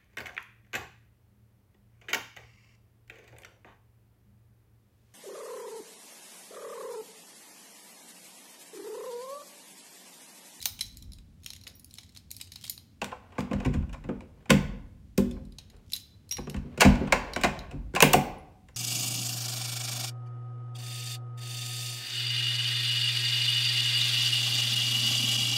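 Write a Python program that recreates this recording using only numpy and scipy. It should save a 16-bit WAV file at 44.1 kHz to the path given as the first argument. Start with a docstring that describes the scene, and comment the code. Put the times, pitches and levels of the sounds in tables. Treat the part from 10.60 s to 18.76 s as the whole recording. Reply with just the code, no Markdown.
"""Key in a rim lock

A bunch of keys is sorted in the hand, and one is forced round in the rim lock of a wooden door. The door
shudders, the latch snaps back, the key is pulled out and the lock's catch clacks in a small hard hallway.
Impacts are noisy contact forces driving damped modes, friction is noise gated by tiny slips, and the
hallway is convolution with decaying reflections. Low rumble and still air lie beneath.
"""
import sys
import numpy as np
from scipy import signal
from scipy.fft import rfft, irfft
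from scipy.io import wavfile

SR = 44100
rng = np.random.default_rng(int(sys.argv[2]) if len(sys.argv) > 2 else 0)


def store_wav(level_fs):
    """Save 16-bit WAV to argv[1]."""
    pcm = np.round(np.clip(np.atleast_2d(level_fs), -1, 1) * 32767)
    wavfile.write(sys.argv[1], SR, pcm.T.astype(np.int16))


N = 359900  # length in samples


def amp(db):
    """Logarithmic level: 20 dB is a factor of ten in amplitude."""
    return 10 ** (np.asarray(db) / 20)


def rms(x):
    """Effective value: the root of the mean square, kept above zero."""
    return np.sqrt(np.mean(x ** 2) + 1e-24)


def read(points, hz):
    """Interpolation on a log-frequency axis, along which hearing judges pitch."""
    f, value = np.transpose(points)
    return np.interp(np.log(hz + 1), np.log(f), value)


def add(mix, s, sound):
    """Superposition: adds a sound into the mix, in place, from s seconds on."""
    part = mix[max(round(s * SR), 0):][:len(sound)]
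    part += sound[:len(part)]


def noise(spectrum):
    """Spectral shaping: white noise filtered to a given colour, at rms 1."""
    white = rng.standard_normal(N)
    gain = amp(read(spectrum, np.fft.rfftfreq(N, 1 / SR)))
    x = irfft(rfft(white) * gain, N)
    return x / rms(x)


def strokes(rows):
    """Power summation: overlapping hand movements, each swelling to a height and fading, as one gain."""
    t = np.arange(N) / SR
    power = sum(amp(db - 20 * abs(t - s) / fade_s) ** 2 for s, db, fade_s in rows)
    return np.sqrt(power)


# still air, relative spectral density: f/Hz, level/dB
AIR_SPECTRUM = [(20, -23), (50, -2.5), (95, 8), (130, -2.5), (240, -5), (400, -20), (1000, -31),
                (3000, -33), (8000, -38.5), (16000, -43.5)]


def air():
    """Stationary noise: the steady background colour of the hallway, at a fixed level."""
    return amp(-56.5) * noise(AIR_SPECTRUM)


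# reverberation time of the hallway: f/Hz, t60/s
HALL_T60 = [(60, 0.62), (150, .75), (400, 0.69), (1000, 0.71), (2500, 0.54), (5000, 0.5), (9000, 0.32),
            (15000, 0.38)]


def hall(x, early_db=5.0, early_s=0.022):
    """Reverberation: dense reflections, strongest early from near walls, decay at a rate set by frequency."""
    spacing = 12  # samples; one reflection falls in each slot
    at = np.arange(200, SR - spacing, spacing)
    taps = np.zeros(SR)
    taps[at + rng.integers(0, spacing, len(at))] = rng.choice([-1., 1.], len(at))
    taps *= 1 + amp(early_db) * np.exp(-np.arange(SR) / SR / early_s)
    hz, t, z = signal.stft(taps, SR, nperseg=256)
    decay = amp(-60 * t / read(HALL_T60, hz)[:, None])
    tail = signal.istft(z * decay, SR, nperseg=256)[1]
    return signal.fftconvolve(x, tail / np.linalg.norm(tail))[:N]


# rumble of the leaf, relative spectral density: f/Hz, level/dB
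RUMBLE_SPECTRUM = [(20, -24), (42, -2), (60, -5.5), (95, -12), (130, -14), (250, -20.5), (500, -55.5),
                   (1500, -79)]
# the hand leans on the door: t/s at the height, level/dB, time/s to fade by 20 dB
HAND_LEANS = [(.47, -40, .45), (3.18, -28, .2), (4.45, -46, .4), (5.18, -50, .25), (5.82, -36, .1),
              (6.92, -28, .2), (7.23, -32, .25), (8.07, -53, .15)]
SWAY_DB, SWAY_RISE_S, SWAY_FALL_DB_PER_S = -7, .03, 54  # the leaf's rumble after a jolt


def rumble(soft_gain=.8):
    """Forced vibration: the leaf rumbles under the hand and after each jolt, most after soft heavy ones."""
    t = np.arange(2 * SR) / SR
    power = strokes(HAND_LEANS) ** 2
    sway = (1 - np.exp(-t / SWAY_RISE_S)) * amp(SWAY_DB - SWAY_FALL_DB_PER_S * t)
    for s, db, hardness_db in DOOR_JOLTS:
        add(power, s, (amp(db - soft_gain * hardness_db) * sway) ** 2)
    return np.sqrt(power) * noise(RUMBLE_SPECTRUM)


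def rub(moves, spectrum, catches_per_s, spread_db, slip_s):
    """Stick-slip friction: surfaces catch and let go in many tiny slips at random times."""
    sizes = amp(spread_db * np.minimum(rng.exponential(1, N), 3))
    slips = (rng.random(N) < catches_per_s / SR) * sizes
    grit = signal.lfilter([1], [1, -np.exp(-1 / (slip_s * SR))], slips)  # each slip dies exponentially
    return strokes(moves) * noise(spectrum) * grit / rms(grit)


# fingers and sleeve brush the door: t/s at the height, level/dB, time/s to fade by 20 dB
DOOR_BRUSHES = [(1.08, -57, .07), (2.79, -46, .1), (2.99, -45, .3), (3.5, -53, .15), (3.88, -58, .3),
                (4.77, -57, .1), (5.15, -58, .15), (6.55, -39, .55)]
# their colour, relative spectral density: f/Hz, level/dB
BRUSH_SPECTRUM = [(120, -17), (250, -1.5), (450, 4.5), (800, -3), (1500, -9), (2800, -13), (5000, -26.5),
                  (12000, -43.5)]


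def brushing():
    """Soft friction: fingers and sleeve on wood, with long slips of nearly equal size."""
    return amp(-4.5) * rub(DOOR_BRUSHES, BRUSH_SPECTRUM, catches_per_s=420, spread_db=1.0, slip_s=.006)


# the blade slides over fingers, keys and lock mouth: t/s at the height, level/dB, time/s to fade by 20 dB
BLADE_SLIDES = [(.01, -39, .09), (.26, -51, .15), (.92, -66, .2), (1.08, -53, .05), (1.39, -58, .17),
                (1.57, -55, .05), (1.81, -52, .07), (2.06, -42, .07), (5.35, -43, .06)]
# its colour, relative spectral density: f/Hz, level/dB
SLIDE_SPECTRUM = [(700, -33.5), (1500, -16), (2300, -6), (4000, 2.5), (6800, -0.5), (10000, -5),
                  (16000, -12)]


def sliding():
    """Hard friction: the key blade scrapes in short slips of uneven size."""
    return amp(-4.0) * rub(BLADE_SLIDES, SLIDE_SPECTRUM, catches_per_s=350, spread_db=4.5, slip_s=.0012)


LEAD_S = .004  # a blow grazes for this long before it lands


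def ring(modes, t, crack_db, detune):
    """Impulse response: a broad crack and damped modes that vary with grip and point of contact."""
    hz, width, db = np.transpose(modes)[:, :, None]
    hz = hz * (1 + detune * rng.standard_normal(hz.shape))
    place = rng.uniform(.6, 1.4, hz.shape) * rng.choice([-1, 1], hz.shape)
    size = place * amp(db) * 2 * np.pi * width / SR  # a wider mode starts stronger
    response = (size * np.exp(-np.pi * width * t) * np.sin(2 * np.pi * hz * t)).sum(0)
    response[0] += amp(crack_db)
    return response


def chatter(t, spray, t60, first, graze_db, rise, loose_db, loose_s):
    """Contact force: a graze, the main contact with a spray of tiny rebounds, then loose parts buzzing out."""
    t60 = max(t60, .002)
    after = np.maximum(t - LEAD_S, 0)
    graze = amp(graze_db) * (t / LEAD_S) ** 2 * (t < LEAD_S)
    dying = amp(-60 * after / t60) + amp(loose_db - 60 * after / loose_s)
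    build = 1 - np.exp(-after / (abs(rise) * t60))  # long contacts build slowly
    force = spray * (graze + dying * build)
    force[int(LEAD_S * SR)] += first  # stands out most in brief contacts
    return force


def strikes(hits, modes, edges, voice, size, attack_s, crack_db, detune, pivot_hz, **contact):
    """Source-filter model: contact force convolved with modes; hardness tilts the bands about the pivot."""
    t = np.arange(size) / SR
    out = np.zeros(N)
    bands = [signal.butter(4, e, "bandpass", fs=SR, output="sos") for e in edges]
    octaves = np.log2(np.array(edges) / pivot_hz).mean(1)  # band centres from the pivot
    for s, db, hardness_db, chatter_s in hits:
        body = ring(modes, t, crack_db, detune)
        spray = rng.standard_normal(size) * np.sqrt(rng.exponential(1, size))
        for sos, octave, (band_db, lag_s, stretch) in zip(bands, octaves, voice):
            force = chatter(t, spray, chatter_s * stretch, **contact)
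            part = signal.sosfilt(sos, signal.fftconvolve(force, body)[:size])
            attack = part[:int((attack_s + LEAD_S) * SR)]
            gain = amp(db + band_db + hardness_db * octave) / rms(attack)
            add(out, s + lag_s - LEAD_S, gain * part)
    return out


def strays(spells, spread_db, hardness_db, chatter_s):
    """Jittered point process: small contacts at uneven times, one a slot, as rows of blows."""
    rows = []
    for start, end, per_s, db in spells:
        chance = rng.random((40, 3))
        for k, (when, size, hard) in enumerate(chance):
            s = start + (k + when) / per_s
            if s < end:
                level = db + spread_db * (2 * size - 1)
                hardness = hardness_db + spread_db * (hard - .5)
                rows.append((s, level, hardness, chatter_s))
    return rows


# keys that hang free ring on: t/s, level/dB, favoured f/Hz
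FREE_CHIMES = [(.004, -38, 3990), (.057, -30, 14270), (.057, -33, 3990), (.209, -23, 4000),
               (1.14, -56, 5642), (1.153, -52, 14560), (1.153, -52, 10700), (1.196, -51, 10190),
               (1.245, -51, 10190), (2.097, -28, 12000), (5.334, -19, 3800), (5.335, -29, 11900),
               (5.711, -24, 5642), (5.711, -41, 14560), (5.716, -36, 11000), (5.769, -46, 10190),
               (5.898, -47, 11000), (6.735, -44, 5642), (7.783, -55, 10190), (8.146, -55, 5642)]
# their partials: f/Hz, level/dB, t60/s
CHIME_PARTIALS = [(3600, -2, .02), (3990, -2, .035), (5642, 0, .11), (6934, -15, .2), (7375, -13, .18),
                  (10190, -8, .06), (11900, 0, .035), (14270, 0, .14), (14560, -8, .12)]


def chimes(reach_octaves=0.13):
    """Selective excitation: a loose key rings most in the partials near the pitch the blow favours."""
    t = np.arange(SR // 2) / SR
    out = np.zeros(N)
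    hz, mode_db, t60 = np.transpose(CHIME_PARTIALS)[:, :, None]
    rise = 1 - np.exp(-t / .0004)
    for s, db, favoured_hz in FREE_CHIMES:
        distance = np.log2(hz / favoured_hz) / reach_octaves
        share = amp(mode_db) / (1 + distance ** 2) ** 2
        partials = share / np.linalg.norm(share) * amp(-60 * t / t60) * np.sin(2 * np.pi * hz * t)
        add(out, s, amp(db) * rise * partials.sum(0))
    return out


# keys knocking together: t/s, level/dB, hardness/dB per octave, chatter t60/s before the stretch
KEY_KNOCKS = [(.026, -41, 1, .019), (.0565, -27, 3, .008), (.058, -42, -9, .008), (.191, -47, -4, .025),
              (.209, -32, .5, .025), (.371, -51, 4, .007), (.424, -53, 0, .015), (.52, -56, -1, .012),
              (.534, -53, 1.5, .005), (.585, -62, -4, .02), (.844, -57, 0, .012), (.862, -40, -1, .01),
              (.904, -44, -2, .0055), (.934, -48, 1, .008), (.963, -53, -1, .018), (1.068, -50, -7, .023),
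              (1.077, -48, 2, .0054), (1.196, -60, 9, .015), (1.245, -55, 9, .012), (1.34, -51, 3, .0046),
              (1.384, -47, -4, .021), (1.563, -57, -6, .012), (1.573, -52, -1, .0054),
              (1.706, -52, -1, .009), (1.714, -42, 7, .0085), (1.766, -48, 6, .0075), (1.8, -56, -5, .04),
              (1.812, -41, 0, .022), (1.919, -48, 0, .026), (1.958, -46, -3, .016), (2.039, -49, -4, .037),
              (2.052, -50, 0, .014), (2.078, -51, -3, .006), (2.097, -35, 6, .014), (2.178, -51, -4, .007),
              (4.711, -55, -5, .02), (4.922, -64, -3, .02), (4.985, -48, -5, .022), (5.1, -61, -2, .025),
              (5.321, -45, 2, .0075), (5.334, -34, 3, .012), (5.363, -42, 3, .012), (5.692, -55, 3, .016),
              (5.711, -41, 0, .03), (5.724, -37, -1, .008), (5.769, -44, -4, .018), (5.898, -46, -1, .012),
              (6.735, -44, -6, .011), (6.991, -50, -7, .0044)]
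# spells of small stray contacts: start t/s, end t/s, rate/contacts per s, mid level/dB
KEY_SPELLS = [(.82, 1.12, 25, -59), (1.3, 1.6, 20, -63), (1.7, 2.1, 18, -60), (4.8, 5.3, 7, -69)]
# knock, clack, clink and sparkle bands: low f/Hz, high f/Hz
KEY_EDGES = [(650, 2000), (2000, 4600), (4600, 8500), (8500, 16500)]
# their voicing: level/dB, lag/s, chatter stretch/1
KEY_VOICING = [(-21, 0, 1), (0, 0, 1), (.5, 0, .85), (-2.5, 0, .8)]
# the bunch, damped by the fingers: mean f/Hz, width/Hz, level/dB
KEY_RESONANCES = [(930, 940, -7), (2390, 400, -12), (3060, 240, -5.5), (3980, 320, 3), (5265, 300, 0),
                  (6630, 350, -0.5), (7850, 300, -31), (9700, 450, 2.5), (12000, 280, 4), (13470, 150, -6)]


def keys(hits):
    """Heavy damping: keys held in the fingers give short bright clicks from broad modes."""
    return strikes(hits, KEY_RESONANCES, KEY_EDGES, KEY_VOICING, size=3000, attack_s=.0059,
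                   crack_db=-12, detune=.037, pivot_hz=6250,
                   first=2.9, graze_db=-18, rise=.031, loose_db=-25, loose_s=.062)


# jolts of the door: t/s, level/dB, hardness/dB per octave
DOOR_JOLTS = [(2.416, -39, 5), (2.783, -29.5, 2), (2.91, -30.5, 2), (2.931, -30, -5), (3.057, -24, -5),
              (3.092, -33, -3), (3.144, -28, -8), (3.442, -42, -2), (3.488, -30, 3), (3.895, -25, 0),
              (3.905, -16.5, .5), (4.579, -19, 1.5), (5.782, -36.5, 2), (5.871, -37, 2), (5.943, -33, -6),
              (6.045, -40, -3), (6.175, -34, 3), (6.215, -32, 7), (6.248, -14, -3), (6.41, -26, 0),
              (6.528, -32, 2), (6.762, -35, 1), (6.839, -28, 2), (7.13, -38, -3), (7.339, -33, 4),
              (7.422, -20, 7), (7.545, -25, 7)]
# heave, boom and knock bands: low f/Hz, high f/Hz
DOOR_EDGES = [(28, 100), (100, 300), (300, 600)]
# their voicing: level/dB, lag/s, chatter stretch/1
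DOOR_VOICING = [(-13, 0, 1), (-.3, 0, 1), (-7.5, 0, 1)]
# the wooden leaf: mean f/Hz, width/Hz, level/dB
DOOR_RESONANCES = [(39.5, 8, -6.5), (57.7, 10, -5.5), (78, 12, -5), (145.7, 6.7, 5.5), (176, 16, -2.5),
                   (199, 11, 3.5), (243.9, 9, 3), (282, 10, -2.5), (376, 30, -2), (465, 27, -2),
                   (526, 16, -1.5)]


def door(settle_s=0.058):
    """Plate resonance: the leaf bumps its frame in one solid push and booms in its low modes."""
    hits = [(*row, settle_s) for row in DOOR_JOLTS]
    return strikes(hits, DOOR_RESONANCES, DOOR_EDGES, DOOR_VOICING, size=16000, attack_s=.025,
                   crack_db=-14, detune=.003, pivot_hz=173,
                   first=10.0, graze_db=-20, rise=.1, loose_db=-23.5, loose_s=0.11)


# the sprung catch snaps home: t/s, level/dB
CATCH_SNAPS = [(6.226, -28.5), (7.5435, -14.5)]
# its modes: f/Hz, level/dB, t60/s
CATCH_RESONANCES = [(750, 0, 0.22), (790, 4, 0.031), (820, -14.5, 0.078), (960, -11.5, 0.022)]


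def catch():
    """Free vibration: the catch rings in a few low metal modes when its spring lets go."""
    t = np.arange(SR // 2) / SR
    out = np.zeros(N)
    hum = sum(amp(db - 60 * t / t60) * np.sin(2 * np.pi * hz * t) for hz, db, t60 in CATCH_RESONANCES)
    for s, db in CATCH_SNAPS:
        add(out, s, amp(db) * hum)
    return out


# metal blows in the lock: t/s, level/dB, hardness/dB per octave, chatter t60/s before the stretch
LOCK_BLOWS = [(2.417, -30, -1.5, .03), (2.444, -36, 3, .006), (2.517, -45, -5.5, .06),
              (2.722, -56, -5, .04), (2.782, -36, -7, .02), (2.788, -44, 2, .07), (2.806, -42, 2, .013),
              (2.912, -43, -6.5, .036), (2.932, -38, -2, .03), (3.002, -42, -3, .03),
              (3.049, -36, -2, .045), (3.061, -41, 0, .023), (3.138, -42, -1, .06), (3.329, -48, 1, .05),
              (3.341, -49, -4, .04), (3.44, -52, -3, .03), (3.489, -44, -7.5, .04), (3.607, -50, -3, .015),
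              (3.857, -53, -4, .016), (3.896, -31, -1, .06), (3.904, -16.5, 2, .024),
              (4.578, -36, 7.5, .022), (4.582, -43, -6.5, .04), (4.765, -62, -7, .03),
              (5.782, -43, -5, .022), (5.872, -46, -5, .02), (5.944, -42, -2, .014), (5.963, -47, 0, .038),
              (6.176, -40, 0, .03), (6.2, -32, 0, .06), (6.207, -18, 3.5, .03), (6.215, -14, 0, .045),
              (6.249, -22, -2.5, .04), (6.356, -39, -3, .012), (6.473, -44, -3, .049),
              (6.524, -15, -1.5, .025), (6.762, -27, -2, .02), (6.812, -38, 2, .045),
              (6.836, -21, -.5, .014), (6.843, -21, -1.5, .04), (7.111, -47, -1, .043),
              (7.338, -46, -4, .022), (7.351, -33, 3, .025), (7.361, -24, -2, .035), (7.405, -17, 2, .005),
              (7.424, -30, 12.5, .016), (7.425, -10, 0, .018), (7.533, -34, 12, .016),
              (7.535, -17, -.5, .02), (8.086, -55, 0, .025)]
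# a spell of small grating contacts: start t/s, end t/s, rate/contacts per s, mid level/dB
LOCK_SPELLS = [(2.7, 3.35, 12, -56)]
# clunk, clack, snap and tick bands: low f/Hz, high f/Hz
LOCK_EDGES = [(450, 1200), (1200, 2850), (2850, 8000), (8000, 16500)]
# their voicing, a bright clack that seats with a clunk: level/dB, lag/s, chatter stretch/1
LOCK_VOICING = [(-1.8, .002, 1.35), (.6, 0, .9), (-6, 0, .8), (-18, 0, .65)]
# the lock case: mean f/Hz, width/Hz, level/dB
LOCK_RESONANCES = [(530, 70, -4), (656, 45, -4), (748, 40, -2), (856, 45, -4), (985, 70, -6),
                   (1240, 160, -5), (1486, 60, -4), (1594, 55, -5), (1870, 100, -7), (1994, 50, -6),
                   (2155, 60, -6), (2350, 140, -1), (2600, 90, -1), (2920, 90, -7), (3780, 260, -4),
                   (5120, 160, -8), (7050, 170, -2), (9100, 400, -5), (11300, 400, -8)]


def lock(hits):
    """Modal impact: key, latch and catch strike the steel case and excite its many modes."""
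    return strikes(hits, LOCK_RESONANCES, LOCK_EDGES, LOCK_VOICING, size=7000, attack_s=.0063,
                   crack_db=-1, detune=.005, pivot_hz=1850,
                   first=2.7, graze_db=-17, rise=.05, loose_db=-27.5, loose_s=.045)


def scene(count=3):
    """Direct and diffuse sound: sources over rumble and air, the blows ringing differently to each wall."""
    blows = LOCK_BLOWS + strays(LOCK_SPELLS, spread_db=5, hardness_db=-2.5, chatter_s=.03)
    clicks = KEY_KNOCKS + strays(KEY_SPELLS, spread_db=5, hardness_db=-1.5, chatter_s=.02)
    fingers, hum = brushing(), catch()
    loose_keys = chimes() + sliding()
    room = 0
    for _ in range(count):  # each direction has its own blows and reflections; the last is also heard direct
        metal = amp(-4.5) * lock(blows) + hum
        wood = amp(-3.0) * door() + fingers
        bunch = amp(-3.0) * keys(clicks) + loose_keys
        sent = amp(-6.8) * metal + amp(-7.5) * wood + amp(-8.5) * bunch
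        room = room + hall(sent) / np.sqrt(count)
    background = amp(-5.5) * rumble() + air()
    return (metal + wood + bunch + room + background)[None]


def record(dry):
    """Band limiting and saturation: the microphone drops deep bass, overloads softly and loses the top."""
    heard = signal.sosfilt(signal.butter(4, 33, "highpass", fs=SR, output="sos"), dry)
    limited = heard / (1 + (heard / .72) ** 4) ** (1 / 4)  # levels off towards .72
    lowpass = signal.firwin(255, 16000, window=("kaiser", 8), fs=SR)
    return signal.oaconvolve(limited, lowpass[None], "same")


dry = scene()
out = record(dry)
store_wav(out)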